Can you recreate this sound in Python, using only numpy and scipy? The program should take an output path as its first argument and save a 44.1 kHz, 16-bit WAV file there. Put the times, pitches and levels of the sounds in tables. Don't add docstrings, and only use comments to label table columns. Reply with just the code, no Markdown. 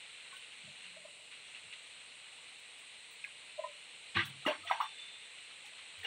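import sys
import numpy as np
from scipy import signal
from scipy.fft import rfft, irfft
from scipy.io import wavfile
from scipy.ndimage import uniform_filter1d

SR = 44100
rng = np.random.default_rng(int(sys.argv[2]) if len(sys.argv) > 2 else 0)


def log_audio(samples):
    frames = np.atleast_2d(samples).T
    limited = np.clip(frames, -1, 1)
    pcm = np.round(limited * 32767).astype(np.int16)
    wavfile.write(sys.argv[1], SR, pcm)


def convert_level_to_amplitude(level_db):
    exponent = np.asarray(level_db, float) / 20
    return 10 ** exponent


N = 267246

# pitch_hz, level_db (per Hz)
YARD_SPECTRUM = [(18, -62), (30, -41), (43, -25.5), (113, -17), (375, -18.5), (455, -11.5), (528, -13.5),
                 (1750, -15), (1950, -5.5), (2870, -1), (3190, -7.5), (4120, -4.5), (5000, -27.5),
                 (6500, -65), (11000, -120)]
# pitch_hz, #
# level_db (per Hz)
INSECT_SPECTRUM = [(4200, -73), (4600, -12.5), (6500, -12), (7500, -4.5), (7900, -0.5), (8800, 1),
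                   (9250, -8), (9500, -12.5), (10600, -20), (11000, -31), (13500, -38), (14500, -33),
                   (15600, -30), (16200, -45)]
# time_s, level_db
CRACKLE_LEVELS = [(0, -55.5), (.9, -57), (1.0, -65), (1.28, -90), (1.33, -57), (3.2, -61.5), (4.95, -56.5),
                  (5, -53.5), (5.2, -58.5), (6.06, -56)]
# start_s, level_db
SQUELCHES = [(.347, -70), (0.84, -55), (1.31, -54), (1.547, -60), (1.726, -51.5), (2.24, -68), (4.145, -55),
             (4.421, -61), (5.382, -61), (5.503, -56), (5.783, -57)]
# pitch_hz, level_db (per Hz)
FOAM_SPECTRUM = [(530, -42), (900, -19.5), (953, -18.5), (1810, -6), (2570, 2.5), (4180, -0.5), (5000, -25),
                 (6500, -13), (11000, -120)]
# start_s, level_db (before shaking), pitch_hz (at the start), t60_s
BUBBLES = [(.323, -52, 1070, 0.12), (.33, -52, 1514, 0.22), (.366, -47, 2930, 0.027),
           (.841, -42, 2800, 0.043), (1.548, -42, 2680, 0.013), (1.737, -50, 1940, .034),
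           (3.2405, -31.5, 2470, 0.02), (3.242, -48.5, 1620, 0.12), (3.2468, -37, 2160, 0.0082),
           (4.16, -39, 336.4, 0.12), (4.451, -38, 1270, 0.079), (4.462, -32, 291, 0.023),
           (4.462, -29, 873, 0.018), (4.473, -29, 606, 0.078), (4.631, -50.5, 1270, 0.15),
           (4.647, -52.5, 682, 0.29), (4.698, -29, 1276, 0.038), (4.709, -26, 769, 0.047),
           (4.709, -23, 980, 0.019), (4.735, -37, 901, 0.19), (4.802, -29.5, 1015, 0.014),
           (4.807, -28.5, 1190, 0.035), (5.642, -54, 823, 0.034), (5.66, -57, 860, 0.026),
           (5.79, -52.5, 1043, 0.023), (5.976, -44, 3010, .025), (6.032, -41.5, 1890, 0.014),
           (6.034, -53.5, 455, 0.11), (6.043, -52, 796, .1)]
# start_s, level_db (played at half this amplitude), tilt_db (per octave)
SPRAY_BURSTS = [(.3326, -66, -4), (.3641, -63, -1), (2.59, -66, -4), (2.7866, -63, -6), (3.1083, -63, 22),
                (3.1294, -65, 14), (3.2399, -71, 3), (4.166, -61, -6), (4.2527, -48, 6), (4.4544, -57, -3),
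                (4.466, -47, -9), (4.6448, -65, 10), (4.7027, -58, 10), (4.8074, -55.5, 30),
                (5.654, -56, -15), (5.9858, -65, 5.5), (6.0342, -60, 7)]
# pitch_hz, level_db (per Hz)
SPRAY_SPECTRUM = [(3500, -46), (5200, 0), (9300, -6), (10600, 1.5), (12200, -10), (15100, -2), (15700, 4),
                  (15900, -40)]
# start_s, level_db (of the tone), pitch_hz, t60_s
THUDS = [(.63, -58, 140, 0.21), (.799, -74, 180.4, 0.66), (1.63, -67, 101, 0.12), (4.15, -46.5, 198, 0.088),
         (4.157, -46, 104, 0.11), (4.199, -46, 135.3, 0.47), (4.548, -74, 94.5, .5), (5.97, -71, 90, 0.17)]
# pitch_hz, level_db (relative), t60_s
CUP_MODES = [(584.8, -1.5, 0.32), (640, 1.5, 0.11), (977, -11, 0.087), (1023, -7, 0.26), (1270, -35, 0.44),
             (1860, -38, 0.046)]
# start_s, level_db, hardness_db (per octave)
KNOCKS = [(.963, -55, -20), (1.046, -54.5, -6), (1.19, -64.5, -5), (3.576, -47.5, -16), (3.586, -38, -11),
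          (3.635, -46.5, 18)]
# start_s, level_db, rise_s, pitch_hz (largest bubbles), tilt_db (per octave)
SPLASHES = [(4.146, -33, 0.054, 785, 5), (4.46, -32.5, 0.013, 287, 0), (4.661, -47, .021, 700, 7),
            (4.707, -37, 0.0012, 700, 0), (4.8, -36.5, 0.0017, 807, -6.5), (6.032, -46.5, 0.012, 300, 3.5)]
# pitch_hz, level_db (per Hz)
SPLASH_TOP = [(4300, -13), (4800, -25), (6500, -34.5), (9100, -45), (15400, -110)]
# pitch_hz, level_db (relative), t60_s
BUCKET_MODES = [(1190, -14, 0.11), (1562, -13.5, 0.2), (1662, -10.5, 0.14), (1984, -0.5, 0.045),
                (2190, -7.5, 0.11), (2848, 0, 0.06), (3510, -8, .13), (4440, -24, 0.59), (5520, -25, 0.32),
                (5760, -25.5, 0.29), (5980, -27, 0.097)]
# start_s, level_db, hardness_db (per octave)
CLINKS = [(4.167, -34.5, -12), (4.19, -32.5, -8.5), (4.462, -34.5, 0), (4.673, -44.5, 4.5),
          (4.712, -35.5, -4.5), (4.81, -51, 10), (6.045, -41.5, 1)]
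# time_s, level_db
SING_LEVELS = [(4.82, -53), (4.87, -57), (4.96, -60), (5.01, -50), (5.08, -59), (5.3, -65)]


def evened(x):
    return x / np.sqrt(np.mean(x ** 2) + 1e-20)


def read(points, hz):
    point_hz, value = np.transpose(points)
    return np.interp(np.log(hz + 1), np.log(point_hz + 1), value)


def add(mix, start_s, sound):
    part = mix[round(start_s * SR):][:len(sound)]
    part += sound[:len(part)]


def colour(x, points, tilt_db=0):
    hz = np.fft.rfftfreq(len(x), 1 / SR)
    octaves = np.log2(np.maximum(hz, SR / 5) / 13000)
    return irfft(rfft(x) * convert_level_to_amplitude(read(points, hz) + tilt_db * octaves), len(x))


def swell(rise_s, t60_s, size=SR // 2, order=2):
    t = np.arange(size) / SR
    rise = (1 - np.exp(-t / max(rise_s, 1e-4))) ** order
    shape = rise * convert_level_to_amplitude(-60 * t / max(t60_s, .005))
    return t, shape / shape.max()


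def wobble(size, depth, smooth):
    drift = uniform_filter1d(uniform_filter1d(rng.standard_normal(size), smooth), smooth)
    return 1 + depth * evened(drift)


def sine(pitch_hz):
    return np.sin(2 * np.pi * np.cumsum(pitch_hz) / SR)


def hiss(points, patchy_db):
    real, imaginary, patches = rng.standard_normal((N // 128 + 6, 257, 3)).T
    patches = evened(uniform_filter1d(uniform_filter1d(patches, 8, 0), 20, 1))
    cells = (real + 1j * imaginary) * convert_level_to_amplitude(patchy_db * patches)
    noise = signal.istft(cells, nperseg=512, noverlap=384)[1][:N]
    return evened(colour(noise, points))


def yard():
    murmur = convert_level_to_amplitude(-55.5) * hiss(YARD_SPECTRUM, patchy_db=0.92)
    insects = convert_level_to_amplitude(-62.5) * hiss(INSECT_SPECTRUM, patchy_db=1.26)
    return murmur + insects


def fizz(density, cycles, spread_db, size):
    out = np.zeros(size)
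    for hz in np.geomspace(100, 8000, num=40):
        happens = rng.random(size) < density * hz / 75000 / SR
        strength = convert_level_to_amplitude(spread_db * np.minimum(rng.exponential(1, size), 4))
        u = np.arange(0, 5 * cycles, hz / SR)
        ring = np.sin(2 * np.pi * (u + 0.002723 * u ** 2)) * np.exp(-u / cycles)
        ring *= rng.choice([-1, 1])
        out += signal.oaconvolve(happens * strength, ring)[:size]
    return evened(out)


def wet_crackle():
    time_s, level_db = np.transpose(CRACKLE_LEVELS)
    pressure = convert_level_to_amplitude(np.interp(np.arange(N) / SR, time_s, level_db))
    for start_s, level_db in SQUELCHES:
        add(pressure, start_s, convert_level_to_amplitude(level_db) * swell(0.0004, t60_s=0.12)[1])
    crackle = fizz(3000, cycles=1.67, spread_db=0.36, size=N)
    return pressure * evened(colour(crackle, FOAM_SPECTRUM))


def random_drips():
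    per_s, faintest_db, low_hz, high_hz, t60_s = 5, -67, 600, 2200, .04
    draws = rng.random((round(per_s * N / SR), 3))
    return [(when * N / SR, faintest_db + 6 * strength, low_hz * (high_hz / low_hz) ** size, t60_s)
            for when, size, strength in draws]


def bubbles():
    out = np.zeros(N)
    for start_s, level_db, hz, t60_s in BUBBLES + random_drips():
        t, shape = swell(2.07 / hz, t60_s)
        pitch = hz * (1 + .25 * t) * wobble(len(t), .012, smooth=220)
        level = convert_level_to_amplitude(level_db) * wobble(len(t), .35, smooth=200)
        add(out, start_s, level * shape * sine(pitch))
    return out


def spray():
    out = np.zeros(N)
    size = SR // 4
    for start_s, level_db, tilt_db in SPRAY_BURSTS:
        puff = evened(colour(rng.standard_normal(size), SPRAY_SPECTRUM, tilt_db))
        shape = swell(0.0004, t60_s=0.15, size=size)[1]
        add(out, start_s, convert_level_to_amplitude(level_db) / 2 * puff * shape)
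    return out


def thuds():
    out = np.zeros(N)
    for start_s, level_db, hz, t60_s in THUDS:
        t, shape = swell(.11 * t60_s, t60_s)
        around = [(hz * 0.2, -60), (hz * 0.51, -24), (hz, 0), (hz * 2.84, -24), (hz * 5, -80)]
        rumble = evened(colour(rng.standard_normal(len(t)), around))
        rumble_share = .13 / t60_s
        add(out, start_s, convert_level_to_amplitude(level_db) * shape * (np.sin(2 * np.pi * hz * t) + rumble_share * rumble))
    return out


def strike(modes, blows, rise_s, pivot_hz, shake):
    out = np.zeros(N)
    for start_s, blow_db, hardness_db in blows:
        for k, (hz, mode_db, t60_s) in enumerate(modes):
            t, shape = swell(rise_s, t60_s)
            level_db = blow_db + mode_db + hardness_db * np.log2(hz / pivot_hz)
            level = convert_level_to_amplitude(level_db) * wobble(len(t), shake, smooth=400)
            phase = 2 * shake ** 2 * wobble(len(t), 2, smooth=500)
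            add(out, start_s, (-1) ** k * level * shape * np.sin(2 * np.pi * hz * t + phase))
    return out


def cup_knocks():
    return strike(CUP_MODES, KNOCKS, rise_s=0.0047, pivot_hz=603, shake=.2)


def splashes():
    out = np.zeros(N)
    smallest_hz, below_db = 3290, -37
    for start_s, level_db, rise_s, low_hz, tilt_db in SPLASHES:
        low_db = tilt_db * np.log2(low_hz / smallest_hz)
        points = [(low_hz / 2, low_db + 2 * below_db), (low_hz * 0.7, low_db + below_db),
                  (low_hz, low_db), (smallest_hz, 0)]
        churn = fizz(2500, cycles=35.0, spread_db=2.5, size=SR // 2)
        churn += 0.77 * rng.standard_normal(SR // 2)
        cloud = evened(colour(churn, points + SPLASH_TOP))
        add(out, start_s, convert_level_to_amplitude(level_db) * cloud * swell(rise_s, t60_s=0.23, order=1)[1])
    return out


def bucket_clinks():
    return strike(BUCKET_MODES, CLINKS, rise_s=0.0017, pivot_hz=2400, shake=0.53)


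def singing_cup():
    out = np.zeros(N)
    time_s, level_db = np.transpose(SING_LEVELS)
    t = np.arange(time_s[0], time_s[-1], 1 / SR)
    pitch = 3555 * wobble(len(t), .0022, smooth=900)
    tone = np.sqrt(2) * wobble(len(t), .4, smooth=400) * sine(pitch)
    level = convert_level_to_amplitude(np.interp(t, time_s, level_db))
    add(out, time_s[0], level * tone * signal.windows.tukey(len(t), .1))
    return out


def porch(x):
    taps = np.zeros(SR // 2)
    slots = np.arange(260, len(taps) - 22, 22)
    taps[slots + rng.integers(0, 22, len(slots))] = rng.choice([-1., 1.], len(slots))
    taps *= convert_level_to_amplitude(-60 * np.arange(len(taps)) / SR / .2)
    return signal.fftconvolve(x, taps / np.linalg.norm(taps))[:N]


def scene():
    near = splashes() + bubbles() + thuds() + cup_knocks() + bucket_clinks() + singing_cup()
    near = signal.sosfilt(signal.butter(2, 55, "high", fs=SR, output="sos"), near)
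    echo = convert_level_to_amplitude(-6.5) * porch(near)
    return (near + echo + yard() + wet_crackle() + spray())[None]


def low_pass(x):
    return signal.sosfilt(signal.butter(12, 16740, fs=SR, output="sos"), x)


def record(dry):
    z = signal.stft(dry[0], nperseg=512, noverlap=384)[2]
    power = uniform_filter1d(uniform_filter1d(abs(z) ** 2, size=7, axis=0), size=7, axis=1) + 1e-16
    keep = np.exp(-128 / SR / 0.018)
    estimate = signal.lfilter([1 - keep], [1, -keep], power, axis=1)
    excess_db = 10 * np.log10(estimate / power)
    dip_db = 0.9 * np.clip(excess_db - 3, 0, 14)
    dip_db[:5] = 0
    finished_mix = signal.istft(z / convert_level_to_amplitude(dip_db), nperseg=512, noverlap=384)[1][None, :N]
    return low_pass(finished_mix)


dry = scene()
out = record(dry)
log_audio(out)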